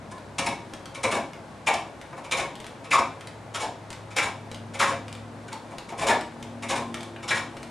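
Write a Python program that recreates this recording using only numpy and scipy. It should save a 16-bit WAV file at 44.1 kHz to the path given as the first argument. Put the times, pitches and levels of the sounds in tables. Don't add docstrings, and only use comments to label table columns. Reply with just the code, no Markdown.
import sys
import numpy as np
from scipy import signal
from scipy.fft import rfft, irfft, next_fast_len
from scipy.io import wavfile

SR = 44100
rng = np.random.default_rng(int(sys.argv[2]) if len(sys.argv) > 2 else 0)


def transcribe(u):
    v = np.clip(np.atleast_2d(u).T, -1, 1)
    q = np.round(v * 32767).astype(np.int16)
    wavfile.write(sys.argv[1], SR, q)


N = 339570
SPAN = 16384
T = np.arange(SPAN) / SR

# freq_hz, gain_db
YARD_SPECTRUM = [(20, -41), (42, -49), (62, 0), (80, -8.5), (135, 3.5), (170, 0), (200, -2.5), (300, -1.5),
                 (430, -9.5), (900, -11.5), (1500, -12.5), (3000, -24), (9000, -33), (13000, -51)]
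# freq_hz, gain_db
YARD_SIDE = [(60, -17), (110, -16), (200, -16.5), (360, -5.5), (1200, -5), (2200, -5.5), (9000, -7)]
# time_s, turns_per_s
ENGINE_SPEED = [(0, 19.9), (3.3, 21.25), (4.6, 20.7), (5.4, 21.15), (7.7, 21.33)]
# time_s, level_db
HUM_LOW = [(0, -49.5), (1.6, -59), (2.7, -57.5), (3.3, -50.5), (4.6, -45), (5.4, -45.5), (6.1, -60),
           (6.6, -44.5), (7.7, -56)]
HUM_MIDDLE = [(0, -54.5), (4.1, -64), (4.65, -47.5), (5.35, -49), (5.9, -57), (6.6, -41.5), (6.92, -41),
              (7.12, -50.5), (7.7, -48)]
HUM_HIGH = [(0, -70), (6.4, -60.5), (6.9, -47.5), (7.7, -51.5)]
# freq_hz, t60_s
SHED_DECAY = [(100, 0.62), (500, 0.36), (1400, 0.33), (3700, 0.39), (10000, 0.29)]
# freq_hz, gain_db
SHED_SIDE = [(60, -32), (250, -22), (1000, -19), (2500, -18.5), (5000, -14), (9000, -12.5), (12000, -1.5)]
# freq_hz, gain_db
CORD_SPECTRUM = [(300, -22), (1500, -17), (3500, 11.5), (5500, 2), (9300, 4.5), (11000, -1), (12800, -54)]
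RUB_SPECTRUM = [(80, -20), (250, -6.5), (520, 6), (950, 5), (1400, -11.5), (2300, -9), (4000, -29),
                (10000, -30)]
# freq_hz, gain_db
SNAP_SPECTRUM = [(200, 13.5), (1500, -5.5), (3500, 9), (6500, -0.5), (9500, 0.5), (12500, -39)]
KNOCK_SPECTRUM = [(100, -20), (500, 0), (1000, 6), (2200, 9.5), (3500, 3.5), (8000, -60)]
# start_s, level_db, dullness_db
CHIP_TICKS = [(0.1815, -40.5, 0), (0.4877, -27.5, -2), (0.7356, -28.5, 0), (0.8563, -31, 1),
              (1.333, -35, 5.5), (2.0137, -34, 3.5), (2.5543, -33.5, 1), (2.6016, -31, 0),
              (2.6435, -33.5, 0), (2.6661, -31, 2.5), (3.2081, -32.5, 3), (3.272, -30.5, 1.5),
              (3.9037, -28, 1), (3.928, -30, 1), (4.5147, -29, -1), (4.546, -32, -1), (5.0817, -33, 4),
              (5.1272, -32.5, -3), (5.1507, -35, 4), (5.5289, -26.5, -0.5), (5.7829, -26.5, 0),
              (6.2104, -28.5, 0), (6.4268, -30, 0.5), (6.9428, -23.5, 4.5), (7.0071, -31.5, -2),
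              (7.0309, -30.5, 2), (7.1622, -42, 15.5), (7.5682, -33, 2.5), (7.6294, -31.5, 1.5)]
# freq_hz, gain_db
JUDDER_SPECTRUM = [(45, -36), (65, -20), (100, -0.5), (150, 1), (270, 7), (400, -10), (600, -0.5),
                   (1200, -49), (4000, -70)]
SPLINTER_SPECTRUM = [(1500, -17), (5500, 3), (7200, 1.5), (9000, 6), (10500, 0.5), (11300, -36),
                     (12300, -28)]
TEAR_SPECTRUM = [(100, -30.5), (800, 5), (2000, 1.5), (2900, 3), (3700, 4.5), (4500, -5), (5500, 0),
                 (6300, -6), (7100, 4), (7800, -8.5), (9300, -13), (10300, -12), (11300, -16),
                 (12800, -26.5)]
# freq_hz, width_hz, energy_db
FRAME_MODES = [(165, 21, -41), (310, 47, 4), (413, 40, 1.5), (524, 21, -4), (544.3, 32, 10),
               (687.3, 11, 7.5), (759, 3.7, 2), (946, 7.6, 7), (1018, 8.1, 5.5), (1040.5, 24, 11),
               (1095, 30, -8.5), (1267, 38, -3.5), (1450, 28, -27), (1610, 73, 5.5), (1710, 54, 5),
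               (1900, 130, -4)]
STEEL_MODES = [(2245, 49, 1), (2325, 91, 7), (2526, 33, -7.5), (2590, 86, -6.5), (3680, 200, -13.5)]
# touch_s, graze_db, cord_return_db
TREADLE_STROKES = [(.32, -77, -74), (0.945, -38.5, -62), (1.6, -78, -76), (2.24, -43, -67),
                   (2.841, -44.5, -81), (3.48, -68, -72), (4.105, -45, -83), (4.738, -37.5, -77),
                   (5.41, -62, -64), (5.887, -42, -62.5), (6.623, -35.5, -61), (7.226, -40, -57),
                   (7.85, -50, -57)]
# start_s, length_s, tear_db, shaving_db, settle_hz, steel_db, frame_db
GOUGE_BITES = [ (0.111, 0.016, -46.5, -45, 834, -51, -35.5), (.384, .014, -23, -25.5, 930, -24.5, -26),
               (.461, 0.016, -28.5, -26, 870, -23, -26.5), (1.033, 0.018, -25.5, -25, 950, -20, -22.5),
               (1.112, 0.021, -29.5, -25, 890, -25.5, -26.5), (1.139, 0.033, -35, -27.5, 654, -36, -27.5),
               (1.666, 0.027, -24, -18.5, 840, -18.5, -29.5), (1.737, 0.01, -25, -22, 770, -27, -28.5),
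               (2.127, 0.0091, -68, -35, 1050, -44, -40), (2.166, 0.029, -51, -39.5, 834, -50, -40.5),
               (2.313, 0.026, -22.5, -39, 2240, -20.5, -29.5), (2.369, 0.044, -29, -31, 754, -29.5, -30),
               (2.908, 0.015, -27, -40, 2030, -17, -26.5), (2.922, 0.037, -24, -14.5, 1033, -24.5, -32.5),
               (2.985, 0.015, -29, -25, 970, -25.5, -23.5), (3.542, 0.03, -27.5, -37, 1070, -35.5, -39),
               (3.599, 0.048, -31.5, -29, 740, -40, -35), (4.163, 0.035, -22, -26, 1540, -19, -33.5),
               (4.224, 0.033, -29, -31.5, 840, -40, -30), (4.793, 0.027, -22.5, -17, 1156, -22.5, -30),
               (4.812, 0.021, -24.5, -20.5, 1660, -30, -29), (4.827, 0.03, -27, -24.5, 1010, -45, -49),
               (4.871, 0.058, -35.5, -36.5, 940, -36, -31.5), (5.48, 0.01, -40.5, -42, 1490, -46, -48),
               (5.517, 0.019, -47, -35, 900, -40, -49), (5.705, 0.03, -53, -38.5, 656, -51, -41.5),
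               (5.915, 0.017, -68, -30, 700, -48, -37), (5.978, 0.037, -35, -46, 1010, -39, -29),
               (6.01, 0.036, -32, -23.5, 670, -31.5, -29), (6.068, 0.047, -24, -18, 790, -26, -24),
               (6.088, 0.02, -45, -19, 1700, -26, -38), (6.687, 0.04, -26, -33, 860, -28, -27.5),
               (6.754, 0.029, -32, -29, 800, -36, -29), (7.279, .012, -27, -30, 5140, -43, -44),
               (7.287, 0.013, -28, -27.5, 3390, -51, -43), (7.3, .027, -28, -21, 1680, -21.5, -29),
               (7.343, 0.053, -32, -37, 1200, -35, -34.5)]
# freq_hz, left_minus_right_db
BALANCE = [(50, 0.5), (150, 1.74), (1100, 1.8), (2200, 1.5), (4500, 0.8), (9000, -1), (12000, -4)]

SKIM_S = 0.005


def amp(db):
    return 10 ** (np.asarray(db) / 20)


def unit_rms(x):
    return x / np.sqrt(np.mean(x ** 2) + 1e-20)


def unit_burst(x, length_s):
    return x / np.sqrt(np.sum(x ** 2) / (length_s * SR) + 1e-20)


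def at_hz(points, hz):
    knots_hz, values = np.transpose(points)
    return np.interp(np.log(hz + 1), np.log(knots_hz + 1), values)


def follow(curve):
    return np.interp(np.arange(N) / SR, *np.transpose(curve))


def add(mix, start_s, sound):
    part = mix[max(round(start_s * SR), 0):][:len(sound)]
    part += sound[:len(part)]


def shaped(x, spectrum):
    size = next_fast_len(len(x))
    gain = amp(at_hz(spectrum, np.fft.rfftfreq(size, 1 / SR)))
    return irfft(rfft(x, size) * gain, size)[:len(x)]


def causal(spectrum, size=2048):
    log_gain = np.log(amp(at_hz(spectrum, abs(np.fft.fftfreq(size, 1 / SR)))))
    return np.fft.ifft(np.exp(np.conj(signal.hilbert(log_gain)))).real[:size // 2]


def ringing(modes):
    return sum(amp(db) * np.sqrt(width_hz) * np.exp(-np.pi * width_hz * T) * np.sin(2 * np.pi * hz * T)
               for hz, width_hz, db in modes)


def through(x, response):
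    return signal.fftconvolve(x, response)[:len(x)]


def resonate(x, hz, width_hz):
    phasor = np.exp(2j * np.pi * np.cumsum(hz) / SR)
    pole = np.exp(-np.pi * width_hz / SR)
    return 2 * (phasor * signal.lfilter([1 - pole], [1, -pole], x / phasor + 1e-18)).real


def drift(rate_hz, size):
    knots = rng.standard_normal(4096)
    return np.interp(np.arange(size) * rate_hz / SR, np.arange(len(knots)), knots)


def noise(spectrum, size=N):
    return unit_rms(shaped(rng.standard_normal(size), spectrum))


def impulses(per_s, size):
    return rng.standard_normal(size) * (rng.random(size) < per_s / SR)


def yard(level_db=-46):
    return amp(level_db) * noise(YARD_SPECTRUM)


def engine(waver=0.0043, weak_db=-9):
    low_db, middle_db, high_db = follow(HUM_LOW), follow(HUM_MIDDLE), follow(HUM_HIGH)
    turns = np.cumsum(follow(ENGINE_SPEED) * (1 + waver * drift(12, N))) / SR
    order_db = {5: low_db, 11: middle_db, 16: high_db, 13: middle_db + weak_db, 18: high_db + weak_db}
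    return sum(np.sqrt(2) * amp(db + drift(6.2, N)) * np.sin(2 * np.pi * order * turns)
               for order, db in order_db.items())


def reflections(first_s=0.00303, build_s=0.012, early_db=2, early_s=0.0072):
    taps = rng.choice([-1., 1.], SR) * (rng.random(SR) < .12)
    hz, time_s, bands = signal.stft(taps, SR, nperseg=256)
    decay = amp(-60 * time_s / at_hz(SHED_DECAY, hz)[:, None])
    tail = signal.istft(bands * decay, SR, nperseg=256)[1]
    age_s = np.maximum(np.arange(len(tail)) / SR - first_s, 0)
    tail *= (age_s > 0) * (1 - np.exp(-age_s / build_s) + amp(early_db) * np.exp(-age_s / early_s))
    return tail / np.linalg.norm(tail)


def shed(x, fades_per_s=11, tails=3):
    fades = fades_per_s * np.arange(N) / SR
    echoes = sum(through(x * np.cos(np.pi * (fades + k / tails)), reflections()) for k in range(tails))
    return np.sqrt(2 / tails) * echoes


def cord_level_db(idle_db=-62.5, lead_s=0.21, rise_s=0.18, fall_s=0.12):
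    gain = amp(idle_db)
    for touch_s, _, return_db in TREADLE_STROKES:
        from_crest_s = np.arange(N) / SR - (touch_s - lead_s)
        width_s = np.where(from_crest_s < 0, rise_s, fall_s)
        swell = np.exp(-np.minimum((from_crest_s / width_s) ** 2, 20))
        gain = np.hypot(gain, amp(return_db) * swell)
    return 20 * np.log10(gain)


def spindle(hiss_db=-2, rub_db=-26, rub_follow=0.39, dust_per_s=14, dust_db=-12):
    cord_db = cord_level_db()
    uneven = amp(1.2 * drift(60, N))
    hiss = amp(hiss_db) * noise(CORD_SPECTRUM) * uneven
    dust = amp(dust_db) * unit_rms(through(impulses(dust_per_s, N), causal(SNAP_SPECTRUM)))
    rub = amp(rub_db) * noise(RUB_SPECTRUM) * uneven
    return (hiss + dust) * amp(cord_db) + rub * amp(rub_follow * cord_db)


def fibres(per_s=7000, clump_db=2.0, clumps_per_s=450):
    return impulses(per_s, SPAN) * amp(clump_db * drift(clumps_per_s, SPAN))


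def ticks(snap_db=-8.0, knock_db=-11, flick_db=-11.5, start_hz=8000, settle_hz=2400, fall_s=0.0079):
    out = np.zeros(N)
    snap_ir, knock_ir = causal(SNAP_SPECTRUM), causal(KNOCK_SPECTRUM)
    burst = np.exp(-T / 0.0032)
    flick_hz = settle_hz + (start_hz - settle_hz) * np.exp(-T / fall_s)
    for start_s, level_db, dull_db in CHIP_TICKS:
        snap = unit_burst(through(fibres() * burst, snap_ir), length_s=0.0083)
        flick = unit_burst(resonate(fibres() * T * burst ** 2, flick_hz, width_hz=2600), length_s=0.0025)
        knock = unit_burst(through(fibres() * burst, knock_ir), length_s=0.0078)
        tick = amp(snap_db - dull_db / 2) * snap + amp(flick_db) * flick + amp(knock_db + dull_db) * knock
        add(out, start_s, amp(level_db) * tick)
    return out


def judder(length_s, frame_db, heavy_db=-26, base_db=-38, db_per_db=1.13, half_width_s=0.018):
    crest_s = SKIM_S + 1.57 * length_s
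    swell = np.exp(-np.minimum(((T - crest_s) / half_width_s) ** 2, 20))
    return amp(base_db + db_per_db * (frame_db - heavy_db)) * swell * noise(JUDDER_SPECTRUM, SPAN)


def shaving(drive, progress, settle_hz, shake_db, start_ratio=1.78, flutter=0.016, skirt_db=-12):
    pitch_hz = settle_hz * (1 + (start_ratio - 1) * np.exp(-progress / 0.22))
    pitch_hz *= 1 + flutter * drift(313, SPAN)
    width_hz = 400 * amp(0.51 * (shake_db + 9))
    broad = resonate(drive, pitch_hz, width_hz)
    narrow = resonate(broad, pitch_hz, width_hz)
    return unit_rms(narrow) + amp(skirt_db) * unit_rms(broad)


def bite(row, skin_db, responses, entry_s=0.0036, skim=0.8, linger=0.028, steel_lag=0.28):
    length_s, tear_db, shaving_db, settle_hz, steel_db, frame_db = row
    tear_ir, splinter_ir, steel_ir, frame_ir = responses
    age_s = np.maximum(T - SKIM_S, 0)
    progress = age_s / length_s
    dig = skim * np.minimum(T / SKIM_S, 1) ** 2 + 1 - np.exp(-(age_s / entry_s) ** 2)
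    contact = dig * (np.exp(-progress ** 3) + linger * np.exp(-progress / 2))
    load = progress ** 0.84 / (1 + progress ** 7)
    bend = contact * progress / (progress + steel_lag)
    snaps = fibres()
    song = shaving(snaps * load, progress, settle_hz, shake_db=frame_db - shaving_db)
    splinter_db = tear_db + skin_db - 6 + 0.29 * (frame_db - tear_db)
    parts = [(tear_db, through(snaps * contact, tear_ir)),
             (splinter_db, through(fibres() * contact, splinter_ir)),
             (shaving_db, song),
             (steel_db, through(fibres() * bend, steel_ir)),
             (frame_db, through(fibres() * load, frame_ir))]
    return sum(amp(db) * unit_burst(x, length_s) for db, x in parts)


def gouge(gain_db=-3.0, graze_s=0.026, graze_hz=930, rough_db=4.5, skin_s=1.26):
    out = np.zeros(N)
    responses = (causal(TEAR_SPECTRUM), causal(SPLINTER_SPECTRUM),
                 ringing(STEEL_MODES), ringing(FRAME_MODES))
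    grazes = [(touch_s, graze_s, db, db - 2.5, graze_hz, db + 2, db - 3.5)
              for touch_s, db, _ in TREADLE_STROKES]
    for start_s, *row in list(GOUGE_BITES) + grazes:
        skin_db = rough_db * np.exp(-(start_s / skin_s) ** 4)
        cut = amp(gain_db) * bite(row, skin_db, responses)
        shudder = amp(skin_db) * judder(length_s=row[0], frame_db=row[-1])
        add(out, start_s - SKIM_S, cut + shudder)
    return out


def scene(direct_db=-4.0):
    low_cut = signal.butter(4, 55, "highpass", fs=SR, output="sos")
    lathe = signal.sosfilt(low_cut, gouge() + spindle()) + ticks()
    send = shaped(lathe, [(100, -8), (500, 1), (1000, 0.5), (2300, -3.5), (4500, -5.0), (10000, -7.5)])
    mid = amp(direct_db) * lathe + shed(send) + yard() + engine()
    side = shaped(shed(lathe), SHED_SIDE) + shaped(yard(), YARD_SIDE)
    return np.array([mid + side, mid - side])


def record(dry):
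    channels = np.array([shaped(x, [(hz, sign * db / 2) for hz, db in BALANCE])
                         for x, sign in zip(dry, (1, -1))])
    low_pass = signal.firwin(511, 12700, window=("kaiser", 9), fs=SR)
    return signal.oaconvolve(channels, low_pass[None], "same")


dry = scene()
out = record(dry)
transcribe(out)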